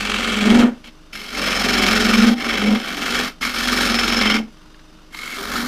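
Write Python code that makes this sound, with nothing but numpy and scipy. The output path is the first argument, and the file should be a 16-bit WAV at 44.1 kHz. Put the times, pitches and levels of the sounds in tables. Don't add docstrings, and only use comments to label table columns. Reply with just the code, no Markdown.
import sys
import numpy as np
from scipy import signal
from scipy.fft import next_fast_len
from scipy.io import wavfile
from scipy.ndimage import uniform_filter1d

SR = 44100
rng = np.random.default_rng(int(sys.argv[2]) if len(sys.argv) > 2 else 0)


def nominal_scale(level):
    x = np.asarray(level, float) / 20
    return 10 ** x


def inscribe(sig):
    pcm = np.round(np.clip(np.atleast_2d(sig).T, -1, 1) * 32767)
    wavfile.write(sys.argv[1], SR, pcm.astype(np.int16))


N = 250047
T = np.arange(N) / SR

# start_s, level_db
PRESSURE = [
    [(0, -26), (.43, -25), (.54, -23.5), (.6, -23), (.63, -27.5), (.728, -55), (.8, -59)],
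    [(.835, -61), (.843, -43.5), (.889, -43.5), (.905, -66)],
    [(1.122, -62), (1.132, -36), (1.2, -36.5), (1.31, -36.5), (1.37, -27.5), (1.84, -22), (2.28, -24.5),
     (2.34, -33.5), (2.355, -55.5)],
    [(2.356, -46), (2.39, -31.5), (2.5, -25.5), (2.69, -27.5), (2.8, -33), (2.94, -32.5), (3.19, -24.5),
     (3.28, -30.5), (3.37, -71)],
    [(3.408, -52), (3.413, -33), (3.435, -27), (3.53, -34.5), (3.55, -28.5), (3.817, -24), (4.37, -23.5),
     (4.429, -53), (4.52, -84)],
    [(5.105, -63), (5.15, -44.5), (5.22, -43), (5.38, -39), (5.49, -38.5), (5.567, -33), (5.67, -38)],
]
# start_s, bowl_wall_db, shank_ring_db, blade_ring_db, edge_skim_db
HOLDS = [(0, -3.5, -7, -14, -7), (0.832, -8, -3, -7, -5), (1.1, -2.5, 2, 1, 0.5), (1.36, 0.2, -9, 4.4, 1),
         (2.36, -0.5, 2, 4.5, -4), (2.85, 1, -5, -1.5, 2.2), (3.4, 1.8, 5.5, -2, 5.5),
         (3.55, 0.9, -10, 1.5, 5.5), (3.88, -0.2, -17, 8, -0.5), (4.22, -0.3, 7, 6, -4.5),
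         (5.1, 3.5, 10.5, -13, 10.5), (5.4, 7.5, -6, -5, 13)]
# start_s, level_db
SEAT = [(0, 3.5), (.7, 2), (1.36, 1.3), (2.33, -2.5), (2.5, 1.5), (2.77, -1), (3.02, -0.8), (3.55, 1.5),
        (4.3, -2.5), (5.4, 0.7)]
FRESH_TOUCHES = [1.125, 3.408, 5.13]
# start_s, lead_turns
LEAD = [(0, -0.14), (.6, -0.22), (1.3, 0.26), (1.7, 0.23), (2.3, 0.16), (2.9, 0.46), (3.3, 0.57),
        (3.5, 0.72), (4.1, 0.62), (4.4, 0.71), (5.1, 0.67), (5.3, 0.76), (5.43, 0.88), (5.67, 0.98)]
# pitch_hz, level_db (density per Hz)
RASP = [(530, -1), (900, -11.5), (1290, 3), (1790, -5.5), (1970, -7.5), (2250, 1), (2470, -7.5), (3100, -1),
        (3930, -11), (5360, -13.5), (7750, -22.5), (11600, -28.5), (15400, -33)]
# pitch_hz, width_hz, level_db (over the rasp)
BODY_MODES = [(1320, 210, -2.5), (1420, 55, 2), (1840, 180, 5), (2377, 480, 5.5), (2647, 63, 8.5),
              (3090, 36, 7), (3315, 65, 7.5), (3874, 310, 4.5), (4290, 190, 4), (6310, 92, 4),
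              (6900, 200, 1.5), (7900, 200, -4), (8900, 240, 3)]
# pitch_hz, width_hz, level_db (to the layer they ride on)
SHANK = [(2168, 144, -7), (3153, 220, -15.5)]
BLADE = [(5237, 170, -10), (5370, 190, -11.5)]
EDGE = [(11200, 550, -20.5)]
# pitch_hz, width_hz, level_db
REST_MODES = [(206.5, 27, 0), (239.5, 22, 5.5), (294, 7.1, 3.5), (338, 10.7, -2.5), (381.2, 11.4, 2.5),
              (425.7, 12.5, 2), (488, 5.8, -3), (550, 107, -5.5), (682, 40, -7), (776, 60, -3),
              (952, 48, -8.5)]
# pitch_hz, level_db (density per Hz)
WASH = [(35, -33), (60, -13), (95, -10), (165, -6), (260, -7), (450, -13.5), (760, -17), (1250, -15.5),
        (2300, -22), (4700, -24), (8000, -32), (15400, -42)]
# pitch_hz, width_hz, level_db (over the wash)
HOUSING = [(402, 40, 3.5), (1190, 330, 3), (1460, 60, 5), (2900, 530, 6), (3650, 50, 11.5),
           (4970, 930, 4.5), (6000, 250, 7), (10300, 300, 3)]
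# pitch_hz, level_db
HUM = [(23, -47), (49.5, -56), (151, -63), (176, -62), (311, -55.5), (620, -67)]
# start_s, pitch_hz, upper_over_lower_line_db, strongest_place_turns
CHATTER = [(0, 216.4, -30, 0.13), (.25, 215.7, 10, 0.16), (.4, 219.2, -7.5, 0.27), (.55, 222.1, 5.5, 0.24),
           (.72, 230, 4, 0.3), (1.5, 212.5, -10, 0.17), (1.95, 210, 2, 0.26), (2.1, 221.7, -1, 0.19),
           (2.3, 225.1, 2, 0.32), (2.45, 227.5, 21, 0.28), (2.62, 218.9, -11, 0.41),
           (2.75, 225.2, -6.5, 0.65), (2.9, 231.3, 10, .35), (3.8, 232, 10, 0.16), (4.12, 224, 12, .2),
           (4.3, 225.3, -12, 0.31), (4.5, 234, -6, 0.19), (5.5, 231, 17, .22)]
# full_s, release_s, level_db, growth_db_per_s, gouging_db (passed to rest and bowl)
BOUTS = [(0.096, 0.308, -31.5, 90, 10), (0.513, 0.649, -8.5, 102, 2), (2.098, 2.095, -23.5, 30.5, 6.5),
         (2.223, 2.311, -10, 70, -5.5), (2.46, 2.58, -33, 200, 15), (2.628, 2.66, -21, 250, 3),
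         (2.684, 2.747, -14, 200, 0), (3.01, 3.049, -32.5, 200, 4), (3.472, 3.469, -26.5, 300, 7),
         (3.72, 3.965, -24, 62, .3), (4.27, 4.404, -20, 53, -1.5), (5.462, 5.57, -33, 350, -9),
         (5.6, 5.698, -25, 50, -9)]
# first_s, last_s, peak_db, pitch_hz, dry_scuff_share (0-1)
TICKS = [(0.072, .164, -11.5, 2820, 0.6), (.2553, .2553, -18, 1250, 0.3), (.408, .408, -9.5, 2460, 0.4),
         (0.841, .8849, -31, 2190, 0.84), (1.3493, 1.3498, -16, 2170, .35), (2.133, 2.133, -9.5, 1270, 0.2),
         (2.2223, 2.2223, -4.5, 1330, 0.56), (3.4267, 3.4271, -9, 2090, 0.56),
         (3.6737, 3.6736, -14, 1345, 0.62), (3.8077, 3.8077, -7, 2210, 0.76),
         (3.9877, 4.0332, -10, 1603, 0.82), (4.2115, 4.3006, -5, 2118, 0.61), (4.274, 4.319, -8.5, 3130, 0),
         (4.7431, 4.791, -35, 1650, 0.63), (4.9861, 4.9861, -37, 1340, .4),
         (5.1454, 5.3198, -18, 2150, 0.42), (5.3841, 5.5156, -16.5, 1225, 0.5),
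         (5.5554, 5.5558, -7.5, 1320, 0.4)]
# start_s (the middle), pitch_hz, length_s, level_db
GROANS = [
    (.89, 240, .025, -45),
    (2.73, 92, .03, -36),
    (4.28, 292, .04, -31),
    (5.405, 392, .028, -30),
]

SPINDLE_PER_S = 22.4
FULL_DB = -24
HISS_DB, HISS_PER_SKIM, EDGE_PER_SKIM, FINEST_PER_SKIM = -4, 0.55, 0.19, 0.23
LIGHT_EDGE, LIGHT_FINEST = 0.2, 0.27
ENTRY_DB, ENTRY_S = 11, 0.13
RUN_OUT, RUN_OUT_PER_DB, FAR_SIDE_S = 1.01, 0.1, 4.9
REST_DB, REST_SLOPE, BED_DB, BED_SLOPE = -28.5, 0.87, -35, 1.25
DIES_DB_PER_S, TAKES_HOLD_DB = 258, -28
CHATTER_UNDER_DB, UNDER_SLOPE = -6.5, 1.9
CHATTER_IN_REST_DB, CHATTER_IN_BOWL_DB = -12.5, -21.5


def evened(x):
    return x / np.sqrt(np.mean(x ** 2) + 1e-20)


def curve(rows, order=1):
    rows = np.array(rows)
    return np.interp(T, rows[:, 0], rows[:, order])


def level(db):
    return uniform_filter1d(nominal_scale(db), size=120)


def colour(x, gain_of_hz):
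    size = next_fast_len(N + 8192, real=True)
    hz = abs(np.fft.fftfreq(size, 1 / SR))
    log_gain = np.log(gain_of_hz(hz) + 1e-5)
    response = np.exp(np.conj(signal.hilbert(log_gain)))
    return np.fft.ifft(np.fft.fft(x, size) * response).real[:N]


def shape(points, hz):
    f, db = np.transpose(points)
    return nominal_scale(np.interp(np.log(hz + 1), np.log(f + 1), db))


def peak(hz, centre_hz, width):
    return 1 / (1 + (2 * (hz - centre_hz) / width) ** 2)


def modal_gain(modes, hz):
    return nominal_scale(sum(db * peak(hz, f, w) for f, w, db in modes))


def band(hz, lo_hz, hi_hz):
    return 1 / np.sqrt((1 + (lo_hz / (hz + 1)) ** 16) * (1 + (hz / hi_hz) ** 16))


def own_grain(x):
    return x * rng.choice([-1., 1.], N)


def angle():
    return SPINDLE_PER_S * T + curve(LEAD) + 1


def surface(memory, size):
    fresh = rng.standard_normal((int(SPINDLE_PER_S * T[-1]) + 4, size))
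    kept = signal.lfilter([1], [1, -np.clip(memory, 0, .95)], fresh, axis=0).ravel()
    return evened(np.interp(angle() * size, np.arange(len(kept)), kept))


def bite(turns, fade):
    tooth = uniform_filter1d(np.exp(-(turns % 1) / fade), size=170)
    return evened(tooth - tooth.mean())


def throb(once_db, twice_db, knots_db, knots):
    turns = angle()
    high_side = 1.16 * np.cos(2 * np.pi * (turns + 0.76)) + 0.13 * bite(turns + 0.19, 0.59)
    end_grain = bite(2 * turns + 0.078, 0.38)
    return evened(nominal_scale(once_db * high_side + twice_db * end_grain + knots_db * knots))


def hold(order, rows=HOLDS):
    rows = np.array(rows)
    return uniform_filter1d(rows[np.searchsorted(rows[1:, 0], T), order], size=2500)


def pressure():
    out = np.full(N, -120.)
    for rows in PRESSURE:
        in_pass = (T >= rows[0][0]) & (T <= rows[-1][0])
        out = np.where(in_pass, curve(rows), out)
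    return out


def load(press_db, at_full_db, slope, seat):
    load_db = press_db + hold(order=1) - FULL_DB
    return level(at_full_db + slope * load_db + seat * hold(order=1, rows=SEAT))


def run_out(press_db):
    felt = np.clip(RUN_OUT + RUN_OUT_PER_DB * (press_db - FULL_DB), .3, 1.5)
    return uniform_filter1d(felt * np.where(T < FAR_SIDE_S, 1, -1), size=2500)


def entry():
    starts = np.array(FRESH_TOUCHES)
    since = T - starts[np.maximum(np.searchsorted(starts, T) - 1, 0)]
    return ENTRY_DB * np.exp(-abs(since) / ENTRY_S) * (since > 0)


def chatter_gain(press_db, gouging=False):
    t, slow_db = T[::16], press_db[::16]
    power = nominal_scale(FULL_DB + CHATTER_UNDER_DB + UNDER_SLOPE * (slow_db - FULL_DB)) ** 2
    slack_db = 1.9 * np.minimum(slow_db - TAKES_HOLD_DB, 0)
    for full, end, db, growth, gouge_db in BOUTS:
        growing_db = growth * (t - full) + slack_db
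        dying_db = -DIES_DB_PER_S * np.maximum(t - end, 0)
        swell_db = np.where(t < full, growing_db, dying_db)
        power += nominal_scale(db + gouging * gouge_db + swell_db) ** 2
    return np.interp(T, t, uniform_filter1d(np.sqrt(power), size=8))


def rings(x, modes):
    x = own_grain(x)
    return sum(nominal_scale(db) * evened(colour(x, lambda hz: peak(hz, f, w) ** 0.96)) for f, w, db in modes)


def tearing():
    sizes = nominal_scale(2.1 * np.minimum(rng.exponential(1, N), 5))
    snaps = sizes * (rng.random(N) < 11000 / SR)
    return evened(evened(snaps * rng.standard_normal(N)) + 0.81 * surface(0.52, size=2048))


def rasp(press_db, gouge):
    tear = tearing()
    knots, felt = surface(0.59, size=16), run_out(press_db)
    low = tear * throb(1.2 * felt, 1.6, 1.92, knots)
    middle = own_grain(tear * throb(2.1 * felt, 0.79, 2.3, knots))
    high = tear * throb(2.7 * felt, 1.3, 1.0, knots)

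    shank, blade, skim_db = nominal_scale(hold(order=2)), nominal_scale(hold(order=3)), hold(order=4)
    light_db = np.clip(FULL_DB - press_db, 0, 14)
    edge = nominal_scale(EDGE_PER_SKIM * skim_db + LIGHT_EDGE * light_db + entry() - 4)
    finest = nominal_scale(FINEST_PER_SKIM * skim_db + LIGHT_FINEST * light_db)

    def body(hz):
        return shape(RASP, hz) * modal_gain(BODY_MODES, hz)

    bowl = evened(colour(low, lambda hz: body(hz) * band(hz, 1020, 1900)))
    tool = evened(colour(middle, lambda hz: body(hz) * band(hz, 1900, 4000)))
    tool += shank * rings(middle, SHANK)
    hiss = evened(colour(high, lambda hz: body(hz) * band(hz, 4000, 9700)))
    hiss += blade * nominal_scale(0.4 * entry()) * rings(high, BLADE)
    air = evened(colour(own_grain(high), lambda hz: body(hz) * band(hz, 10200, 20500)))
    hiss += finest * nominal_scale(-13.5) * air
    dust = high * np.sign(np.roll(tear, shift=999))
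    hiss += nominal_scale(-22.5) / blade * evened(colour(dust, lambda hz: band(hz, 6600, 8200)))
    hiss += edge * rings(high, EDGE)

    wall = np.hypot(level(press_db + hold(order=1)), nominal_scale(CHATTER_IN_BOWL_DB) * gouge)
    return wall * bowl + level(press_db) * (tool + nominal_scale(HISS_DB + HISS_PER_SKIM * skim_db) * hiss)


def patchy(x, depth_db):
    z = signal.stft(x, nperseg=512, noverlap=384)[2]
    over_hz = uniform_filter1d(rng.standard_normal(z.shape), size=5, axis=0)
    patches = uniform_filter1d(over_hz, size=22, axis=1)
    return signal.istft(z * nominal_scale(depth_db * evened(patches)), nperseg=512, noverlap=384)[1][:N]


def rest(press_db, gouge):
    hard_patches = surface(1.0, size=12)
    force = surface(0.59, size=256) * throb(0.3 * run_out(press_db), 0.71, 2.9, hard_patches)

    def modes(hz):
        power = sum(nominal_scale(2 * db) * peak(hz, f, w) for f, w, db in REST_MODES)
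        return np.sqrt(power) * band(hz, 148.0, 1040)

    pressed = nominal_scale(-.6 * entry()) * load(press_db, REST_DB, REST_SLOPE, seat=0.12)
    drive = np.hypot(pressed, nominal_scale(CHATTER_IN_REST_DB) * gouge)
    return nominal_scale(1.6) * drive * evened(colour(force, modes))


def bed(press_db):
    a = 2 * np.pi * angle()
    orders = np.cos(2 * a + 1.1) + 0.15 * np.cos(3 * a + 0.4)
    orders += 0.28 * np.cos(4 * a + 2.7) + 0.075 * np.cos(5 * a + 0.27)
    rumble = evened(colour(rng.standard_normal(N), lambda hz: band(hz, 24, 116)))
    shaken = load(press_db, BED_DB, BED_SLOPE, seat=1.8) * (orders + 0.12 * rumble)
    return 1.03 * shaken + nominal_scale(-68.0) * rumble


def idle():
    flutter = nominal_scale(1.2 * surface(1.0, size=10))
    gusts = rng.standard_normal(N) * flutter
    wash = colour(gusts, lambda hz: shape(WASH, hz) * modal_gain(HOUSING, hz))
    hum = np.zeros(N)
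    for hz, db in HUM:
        waver = evened(uniform_filter1d(rng.standard_normal(N), size=5000))
        hum += np.sqrt(2) * nominal_scale(db + .8 * waver) * np.sin(2 * np.pi * (hz * T + rng.random()))
    return nominal_scale(-50.0) * evened(wash) + hum


def chatter(gain):
    wander = evened(uniform_filter1d(rng.standard_normal(N), size=1500))
    swing = 2 * np.pi * np.cumsum(curve(CHATTER) + 4.16 * wander) / SR
    half_turn = np.pi * (angle() - curve(CHATTER, order=3))
    upper = nominal_scale(curve(CHATTER, order=2))
    lines = np.cos(swing - half_turn) + upper * np.cos(swing + half_turn)
    pair = lines * np.sqrt(2 / (1 + upper ** 2))
    slaps = np.maximum(pair - 1.2, 0) ** 1.5
    knocks = evened(slaps * (1 + 0.8 * surface(.3, size=40)))
    bounce = pair + 0.082 * (pair ** 2 - 1) + 0.57 * gain * knocks
    return nominal_scale(-1.04) * gain * bounce


def ticks():
    out, t = np.zeros(N + 2000), np.arange(2000) / SR
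    for (first, last, db, hz, dry), scuffs in zip(TICKS, rng.standard_normal((len(TICKS), 5, 2000))):
        times = np.linspace(first, last, round((last - first) * SPINDLE_PER_S) + 1)
        for s, scuff in zip(times, scuffs):
            tone = np.sin(2 * np.pi * hz * (1 + 0.0093 * scuff[1]) * t) * np.exp(-t / 0.0033)
            ring = (1 - dry) * tone + 1.08 * dry * scuff * np.exp(-t / 0.0054)
            onset = np.minimum(t / 0.0015, 1)
            out[round(s * SR):][:2000] += nominal_scale(db + 3.0 + 0.74 * scuff[0]) * ring * onset
    return colour(out[:N], lambda hz: band(hz, 790, 4430))


def groans():
    out = np.zeros(N)
    for s, hz, length, db in GROANS:
        out += nominal_scale(db) * np.exp(-((T - s) / length) ** 2) * np.sin(2 * np.pi * hz * T)
    return out


def room(x):
    taps = np.zeros(SR // 2)
    at = np.arange(200, len(taps) - 22, 22)
    signs = rng.choice([-1., 1.], len(at))
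    taps[at + rng.integers(0, 22, len(at))] = signs * nominal_scale(-60 * at / SR / 0.2)
    return signal.oaconvolve(x, taps / np.linalg.norm(taps))[:N]


def scene():
    press_db = pressure()
    gouge = chatter_gain(press_db, gouging=True)
    cut = patchy(rasp(press_db, gouge), depth_db=0.76) + rest(press_db, gouge) + ticks() + groans()
    lathe = bed(press_db) + idle()
    return (cut + nominal_scale(-15.0) * room(cut) + chatter(chatter_gain(press_db)) + lathe)[None]


def top_cut(x):
    return signal.sosfilt(signal.butter(12, 15600, fs=SR, output="sos"), x)


def record(dry):
    ceiling = .59
    soft = dry / (1 + abs(dry / ceiling) ** 5) ** (1 / 5)
    taps = signal.firwin(511, 15380, window=("kaiser", 9), fs=SR)
    mix = signal.oaconvolve(soft, taps[None], "same")
    return top_cut(mix)


dry = scene()
out = record(dry)
inscribe(out)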